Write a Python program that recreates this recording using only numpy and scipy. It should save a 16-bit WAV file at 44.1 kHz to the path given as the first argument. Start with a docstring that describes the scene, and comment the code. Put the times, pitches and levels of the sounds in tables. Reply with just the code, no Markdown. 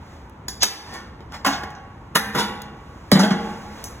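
"""Hand snips bite into steel flashing that lies across a wooden bench, close to a phone.
Each bite or scrape is a burst of tiny slips that excites the modes of sheet and jaws; the jaws tick
in between. The tool is then dropped: the impact drives the low modes of the bench and rattles the sheet.
Sleeves rustle over a low outdoor rumble."""
import sys
import numpy as np
from scipy import signal
from scipy.fft import rfft, irfft, next_fast_len
from scipy.io import wavfile
from scipy.ndimage import uniform_filter1d

SR = 44100
rng = np.random.default_rng(int(sys.argv[2]) if len(sys.argv) > 2 else 0)


def store_pcm(level_fs):
    """Save levels as 16-bit WAV."""
    pcm = np.round(np.clip(level_fs, -1, 1) * 32767).astype(np.int16)
    wavfile.write(sys.argv[1], SR, np.atleast_2d(pcm).T)


N = 176400
T = np.arange(int(1.5 * SR)) / SR  # time axis of one event
SPREAD = .36  # side-to-mid ratio of the noise in the ring and the sleeves
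ATTACK_S = .0005  # rise time constant of a tick or knock
# The six frequencies in Hz at which the spectrum of a contact is set.
BAND_CENTRES_HZ = [250, 700, 1600, 3500, 6300, 12000]


def amp(db):
    """Amplitude ratio from decibels."""
    return 10 ** (np.asarray(db) / 20)


def unit(x):
    """Normalisation to unit energy."""
    return x / np.sqrt(np.sum(x ** 2, -1, keepdims=True) + 1e-20)


def read(points, hz):
    """Interpolation on a log-frequency axis."""
    freqs, values = np.transpose(points)
    return np.interp(np.log(hz + 1), np.log(freqs + 1), values)


def add(mix, start_s, sound):
    """Superposition of a sound on the mix."""
    part = mix[:, max(round(start_s * SR), 0):][:, :sound.shape[-1]]
    part += sound[..., :part.shape[1]]


def colour(x, *curves, size=4096):
    """Minimum-phase filtering by the sum of (Hz, dB) curves."""
    hz = abs(np.fft.fftfreq(size, 1 / SR))
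    log_gain = np.log(amp(sum(read(curve, hz) for curve in curves)))
    taps = np.fft.ifft(np.exp(np.conj(signal.hilbert(log_gain)))).real[:size // 2]
    return signal.fftconvolve(x, taps[None], axes=1)[:, :x.shape[1]]


def noise(count, spread):
    """Partial coherence: two ports share white noise and differ in the midrange."""
    mid, side = rng.standard_normal((2, count))
    side = signal.sosfilt(signal.butter(2, (230, 2600), "band", fs=SR, output="sos"), side)
    return np.array([mid + spread * side, mid - spread * side])


def background():
    """Broadband noise: sleeve friction and outdoor rumble, the rumble briefly turned down
    by the phone's wind-noise suppression after the first bite."""
    # Outdoor spectrum. Each row: frequency in Hz, relative level in dB.
    air_spectrum = [(18, -51), (40, -10), (65, -1), (154, -7.5), (499, -19), (698, -23), (759, -20),
                    (873, -16.5), (3630, -43.5), (4810, -56), (16000, -66)]
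    # Rubbing cloth. Each row: frequency in Hz, relative level in dB.
    cloth_spectrum = [(200, 16), (1500, 11), (3000, 2.5), (6500, 0), (9000, -9), (16000, -15)]
    # Sleeves brush as the arms move. Each row: time in seconds, level in dB.
    sleeve_levels = [(0, -53.5), (.13, -48.5), (0.351, -60.5), (2.6, -57.5), (2.931, -51), (3.059, -51),
                     (3.45, -37), (3.7, -42.5), (3.798, -39), (4, -46.5)]
    t = np.arange(N) / SR
    shared = noise(N, 0)
    opposed = rng.standard_normal(N) * np.array([[1], [-1]])
    opposed = colour(opposed, [(150, -46.0), (400, -1), (1500, 9)])
    air = unit(colour(shared + 0.28 * opposed, air_spectrum)) * amp(-41)
    rumble = signal.sosfiltfilt(signal.butter(2, BAND_CENTRES_HZ[0], fs=SR, output="sos"), air)
    suppression_db = -11.5 * np.exp(-((t - .77) / 0.087) ** 2)  # at a set time
    air += rumble * (amp(suppression_db) - 1)
    brushing = amp(np.interp(t, *np.transpose(sleeve_levels)))
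    cloth = unit(colour(noise(N, SPREAD), cloth_spectrum)) * brushing
    return (air + cloth) * np.sqrt(N)


def ring(modes, scatter=True):
    """Free vibration: one damped sine per mode, at random phase if scattered."""
    return sum(amp(db - 60 * T / t60) * np.sin(2 * np.pi * (hz * T + scatter * rng.random()))
               for hz, db, t60 in modes)


def loose_ring(modes, waver=.6, knots_per_s=40):
    """Random modulation: modes of the loosely held sheet wander in amplitude and phase as they decay."""
    out = np.zeros(len(T))
    for hz, db, t60 in modes:
        knots = rng.standard_normal((2, 100))
        gain_drift, phase_drift = (waver * np.interp(T * knots_per_s, np.arange(100), k) for k in knots)
        envelope = amp(db - 60 * T / t60) * unit(1 + gain_drift) * np.sqrt(len(T))
        out += envelope * np.sin(2 * np.pi * (hz * T + rng.random()) + phase_drift)
    return out


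def twangs(split=.055):
    """Beating: single modes of the flexed sheet swell and decay between two weaker neighbours."""
    # Each row: start in seconds, frequency in Hz, level in dB, swell and T60 in seconds.
    singing_modes = [(1.464, 2790, -27, .003, .28), (1.464, 275, -18, .004, .22),
                     (2.365, 963, -18.5, .015, .5), (3.38, 830, -20.5, .08, .7)]
    out = np.zeros((2, N))
    for start, hz, db, swell, t60 in singing_modes:
        neighbours = loose_ring([(hz * (1 + side * split), db, t60) for side in (-1, 1)])
        add(out, start, (1 - np.exp(-T / swell)) * (loose_ring([(hz, db, t60)]) + neighbours / 2))
    return out


def modal_coupling(width_hz=22, widening_hz=4000):
    """Modal coupling: each contact point excites the sheet's many close modes unevenly."""
    hz = np.fft.rfftfreq(len(T), 1 / SR)
    cluster_index = np.log1p(hz / widening_hz) * widening_hz / width_hz
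    cluster_db = 3.2 * rng.uniform(-2.6, 3.4, SR // 8)
    return amp(np.interp(cluster_index, np.arange(SR // 8), cluster_db))


def dense_ring(clang_t60=0.17):
    """Frequency-dependent damping: a short clang and a long blur of modes and reflections."""
    # Decay of sheet and porch. Each row: frequency in Hz, T60 in seconds.
    decay_times = [(100, 0.51), (300, 1.15), (900, 0.81), (2000, 0.97), (4000, 0.62), (7000, 0.46),
                   (15000, 0.47)]
    wash = irfft(rfft(noise(len(T), SPREAD)) * modal_coupling(), len(T))
    clang = wash * amp(-60 * T / clang_t60)
    hz, t, spectra = signal.stft(wash[:, ::-1], SR, nperseg=256)
    decay = amp(-60 * t / read(decay_times, hz)[:, None])
    tail = signal.istft(spectra * decay, SR, nperseg=256)[1][:, :len(T)]
    return amp(-0.5) * unit(clang) + amp(-4.5) * unit(tail)


def strike(peak_s, rise_s, fall_s, band_db, sheet_db, steel_modes, steel_db):
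    """Stick-slip excitation: a burst of slips rings sheet and tool. Returns start time and sound."""
    # Distinct modes of the flashing. Each row: frequency in Hz, relative level in dB, T60 in seconds.
    sheet_modes = [(210, -25.5, 0.98), (458.7, -30.5, 1.3), (776, -29, 1.2), (836, -29, 1.33),
                   (947, -34.5, 0.64), (1116, -37, 2.13), (1340, -35, 0.6), (1475, -26.5, 0.28),
                   (1946, -27.5, 0.53), (2090, -28.5, .4), (2784, -31, 1.2)]
    # Response of the sheet to any blow. Each row: frequency in Hz, gain in dB.
    sheet_response = [(30, -39.5), (100, -11.5), (170, 7), (270, 3.5), (600, -4.5), (1000, -2), (1900, -3),
                      (2450, -9), (2950, -2.5), (4000, -2), (4800, 2), (6200, -1.5), (8800, -8),
                      (11500, -6.5), (15200, -12.5)]
    strong_slips_per_s, slip_spread_db = 4000, 3.5
    lead = min(4 * rise_s, peak_s)
    push = np.exp(np.minimum((T - lead) / rise_s, (lead - T) / fall_s))
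    sizes = amp(slip_spread_db * np.minimum(rng.exponential(1, len(T)), 3))
    signs = rng.choice([-1, 1], len(T))
    strong = rng.random(len(T)) < strong_slips_per_s / SR
    slips = unit(push * sizes * signs * (0.2 + strong))
    impulse_response = amp(sheet_db) * dense_ring()
    impulse_response[:, 0] += amp(-7)  # the direct crack
    sheet = signal.fftconvolve(impulse_response, slips[None], axes=1)[:, :len(T)] * np.sqrt(SR / 100)
    swell = np.cumsum(unit(push) ** 2)  # share of the energy delivered so far
    sheet += amp(sheet_db) * swell * loose_ring(sheet_modes)
    sheet = colour(sheet, sheet_response, list(zip(BAND_CENTRES_HZ, band_db)))
    steel = amp(steel_db) * swell * np.roll(ring(steel_modes), round(lead * SR))
    return peak_s - lead, sheet + steel


def dropped_tool():
    """Impact excitation: the tool thuds and rocks to rest while close low modes of the bench beat."""
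    # Each row: time and fall in seconds, six band gains in dB, sheet ring and tool ring in dB.
    knocks = [(3.1169, 0.0045, 1.3, 5.1, -5, -0.5, -6.5, -9.5, -1.5, -3),
              (3.152, 0.013, -0.81, 2, -3, -10, -30, -24, 0, -25),
              (3.193, 0.0099, -1.9, -3, -5.5, -16, -14, -21.5, 5, -19),
              (3.232, 0.0068, 0, 1, -5, -8, -22.5, -21.5, -1, -21),
              (3.307, .012, 2, -1, -1, -11, -17, -30, -7, -40)]
    # The whole tool ringing free. Each row: frequency in Hz, relative level in dB, T60 in seconds.
    tool_modes = [(3935, -13, .28), (4382, -14, .3), (4760, -17, .2), (7030, -25, .25), (7600, -24, .25),
                  (8630, -18, .2)]
    # The loaded bench and sheet. Each row: frequency in Hz, relative level in dB, T60 in seconds.
    bench_modes = [(70, -29, .15), (130, -24, .12), (161, -19, .55), (188.5, -10.5, .58), (215, -19, .5),
                   (253, -21, .5), (284, -26, .45), (360, -31, .9)]
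    out = np.zeros((2, N))
    for time, fall, *band_db, sheet_db, tool_db in knocks:
        add(out, *strike(time, ATTACK_S, fall, band_db, sheet_db, tool_modes, tool_db))
    # Dispersion: high bending waves travel faster, so the thud sweeps downward.
    top_hz, low_hz, sweep_s, thud_s = 1083, 181.8, .003, 0.011
    sweep_hz = low_hz + (top_hz - low_hz) * np.exp(-T / sweep_s)
    thud = T / thud_s * np.exp(1 - T / thud_s) * np.sin(2 * np.pi * np.cumsum(sweep_hz) / SR)
    add(out, knocks[0][0], amp(-3.5) * thud)
    boom = (1 - np.exp(-T / 0.0025)) * ring(bench_modes, scatter=False)
    add(out, 3.1285, amp(6.5) * boom)
    return out


def snaps(fall_s=.001, cutoff_hz=2200):
    """Impulsive radiation: steel gives way or meets steel with a very short, bright crack."""
    # Each row: start in seconds, relative level in dB.
    cracks = [(.297, -44.5), (0.482, -30), (.6305, -16.5), (.939, -35), (1.4517, -25), (2.1548, -17),
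              (2.62, -28.5), (3.1164, -9.5), (3.841, -25)]
    highpass = signal.butter(2, cutoff_hz, "high", fs=SR, output="sos")
    out = np.zeros((2, N))
    for start, db in cracks:
        crack = signal.sosfilt(highpass, rng.standard_normal(len(T)) * np.exp(-T / fall_s))
        add(out, start, amp(db) * unit(crack) * np.sqrt(fall_s * SR))
    return out


def snips():
    """Shear and friction: the blades bite and drag on the flashing, with light ticks of contact."""
    # Each row: peak time, rise and fall in seconds, six band gains in dB, sheet ring and jaw ring in dB.
    cuts = [(0.628, 0.0061, 0.0035, -32, -6.5, -12.5, -2, -0.5, -30.5, -11, -11.5),
            (.632, 0.0011, 0.0055, -6.5, 3.5, 4, 3, 4.5, 1, -12.5, -32),
            (.945, 0.078, 0.042, -21, -11.5, -15, -26, -28.5, -36.5, 0.5, -52.5),
            (1.348, 0.015, 0.0095, -36.5, -11, -11.5, -22, -29, -36, -5, -60),
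            (1.448, 0.00096, 0.033, -16.5, 8, 3, -7, -10, -18, -4.5, -43),
            (1.464, 0.00088, 0.012, 1, 0.5, 7.5, -9.5, -14, -7, -15.5, -19),
            (1.528, .006, 0.028, -9.5, -29, -9.5, -7, -14, -37, -17, -33),
            (1.635, 0.0008, 0.0086, -12, -9, -12.5, -25, -29, -30.5, -20.5, -50),
            (2.156, .002, 0.0094, 6, 9.5, 10, 2.5, -3.5, 2.5, -10.5, -35),
            (2.351, 0.0032, 0.023, -4, 2.5, 0.5, -8.5, -19.5, -15.5, -5.5, -29),
            (2.391, 0.018, 0.015, -9, -7, -5, -7, -13.5, -16, 0.5, -25)]
    # Steel touches steel. Each row: time in seconds, then body, treble and top gains in dB.
    ticks = [(0.4836, -19.5, -13, -16), (0.941, -37.5, -32.5, -30.5), (1.206, -25.5, -48, -53),
             (1.322, -25, -37, -38.5), (1.704, -53, -37, -40.5), (1.751, -48, -31.5, -61.5),
             (2.618, -27, -28.5, -39), (3.841, -49, -17.5, -17.5), (3.857, -62, -23, -31)]
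    # The steel jaws. Each row: frequency in Hz, relative level in dB, T60 in seconds.
    jaw_modes = [(2900, -16, .1), (3825, -10, .13), (5960, -12, .13), (6236, -9, .16), (6556, -8, .19)]
    out = np.zeros((2, N))
    for time, rise, fall, *band_db, sheet_db, jaw_db in cuts:
        add(out, *strike(time, rise, fall, band_db, sheet_db, jaw_modes, jaw_db))
    for time, body, treble, top in ticks:
        band_db = [body, body, body, (body + treble) / 2, treble, top]
        add(out, *strike(time, ATTACK_S, fall_s=.0025, band_db=band_db, sheet_db=-7.5,
                         steel_modes=jaw_modes, steel_db=treble - 20))
    return out


def scene():
    """Superposition of all sources at the microphone."""
    return snips() + snaps() + dropped_tool() + twangs() + background()


def record(dry):
    """Phase and level differences of two spaced ports, then gentle compression and a band limit."""
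    # Each row: frequency in Hz, lead of the left port in radians.
    port_phase = [(200, 0), (420, -.4), (700, .1), (1300, -.1), (1650, .5), (2250, 0), (2450, 1.8),
                  (3700, 1.8), (4700, 3.15), (5900, 4.8), (6400, 6.1), (7400, 6.35), (8400, 9.1),
                  (9450, 9.5), (10400, 12.4), (11500, 12.7), (12700, 15.6), (13700, 15.8), (14700, 18.6),
                  (16400, 19)]
    # Each row: frequency in Hz, left minus right level in dB.
    port_balance = [(100, 0.5), (300, 0), (700, -1.1), (1400, -1.5), (3000, -0.5), (6000, 0.3)]
    threshold_db, duck_share, release_db_per_s, edge_hz = -16, .28, 16, 16000
    size = next_fast_len(N + SR // 10)
    hz = np.fft.rfftfreq(size, 1 / SR)
    phase = np.interp(hz, *np.transpose(port_phase))
    tilt = amp(read(port_balance, hz) / 2)
    ports = irfft(rfft(dry, size) * np.array([tilt, np.exp(-1j * phase) / tilt]), size)[:, :N]
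    power_db = 10 * np.log10(abs(uniform_filter1d((ports ** 2).mean(0), size=300)) + 1e-12)
    release = np.arange(N) * release_db_per_s / SR
    held_db = np.maximum.accumulate(power_db + release) - release
    over_db = np.maximum(held_db - threshold_db, 0)
    ducked = ports / amp(duck_share * uniform_filter1d(over_db, size=200))
    lowpass = signal.firwin(255, edge_hz, window=("kaiser", 9), fs=SR)
    return signal.oaconvolve(ducked, lowpass[None], "same")


dry = scene()
out = record(dry)
store_pcm(out)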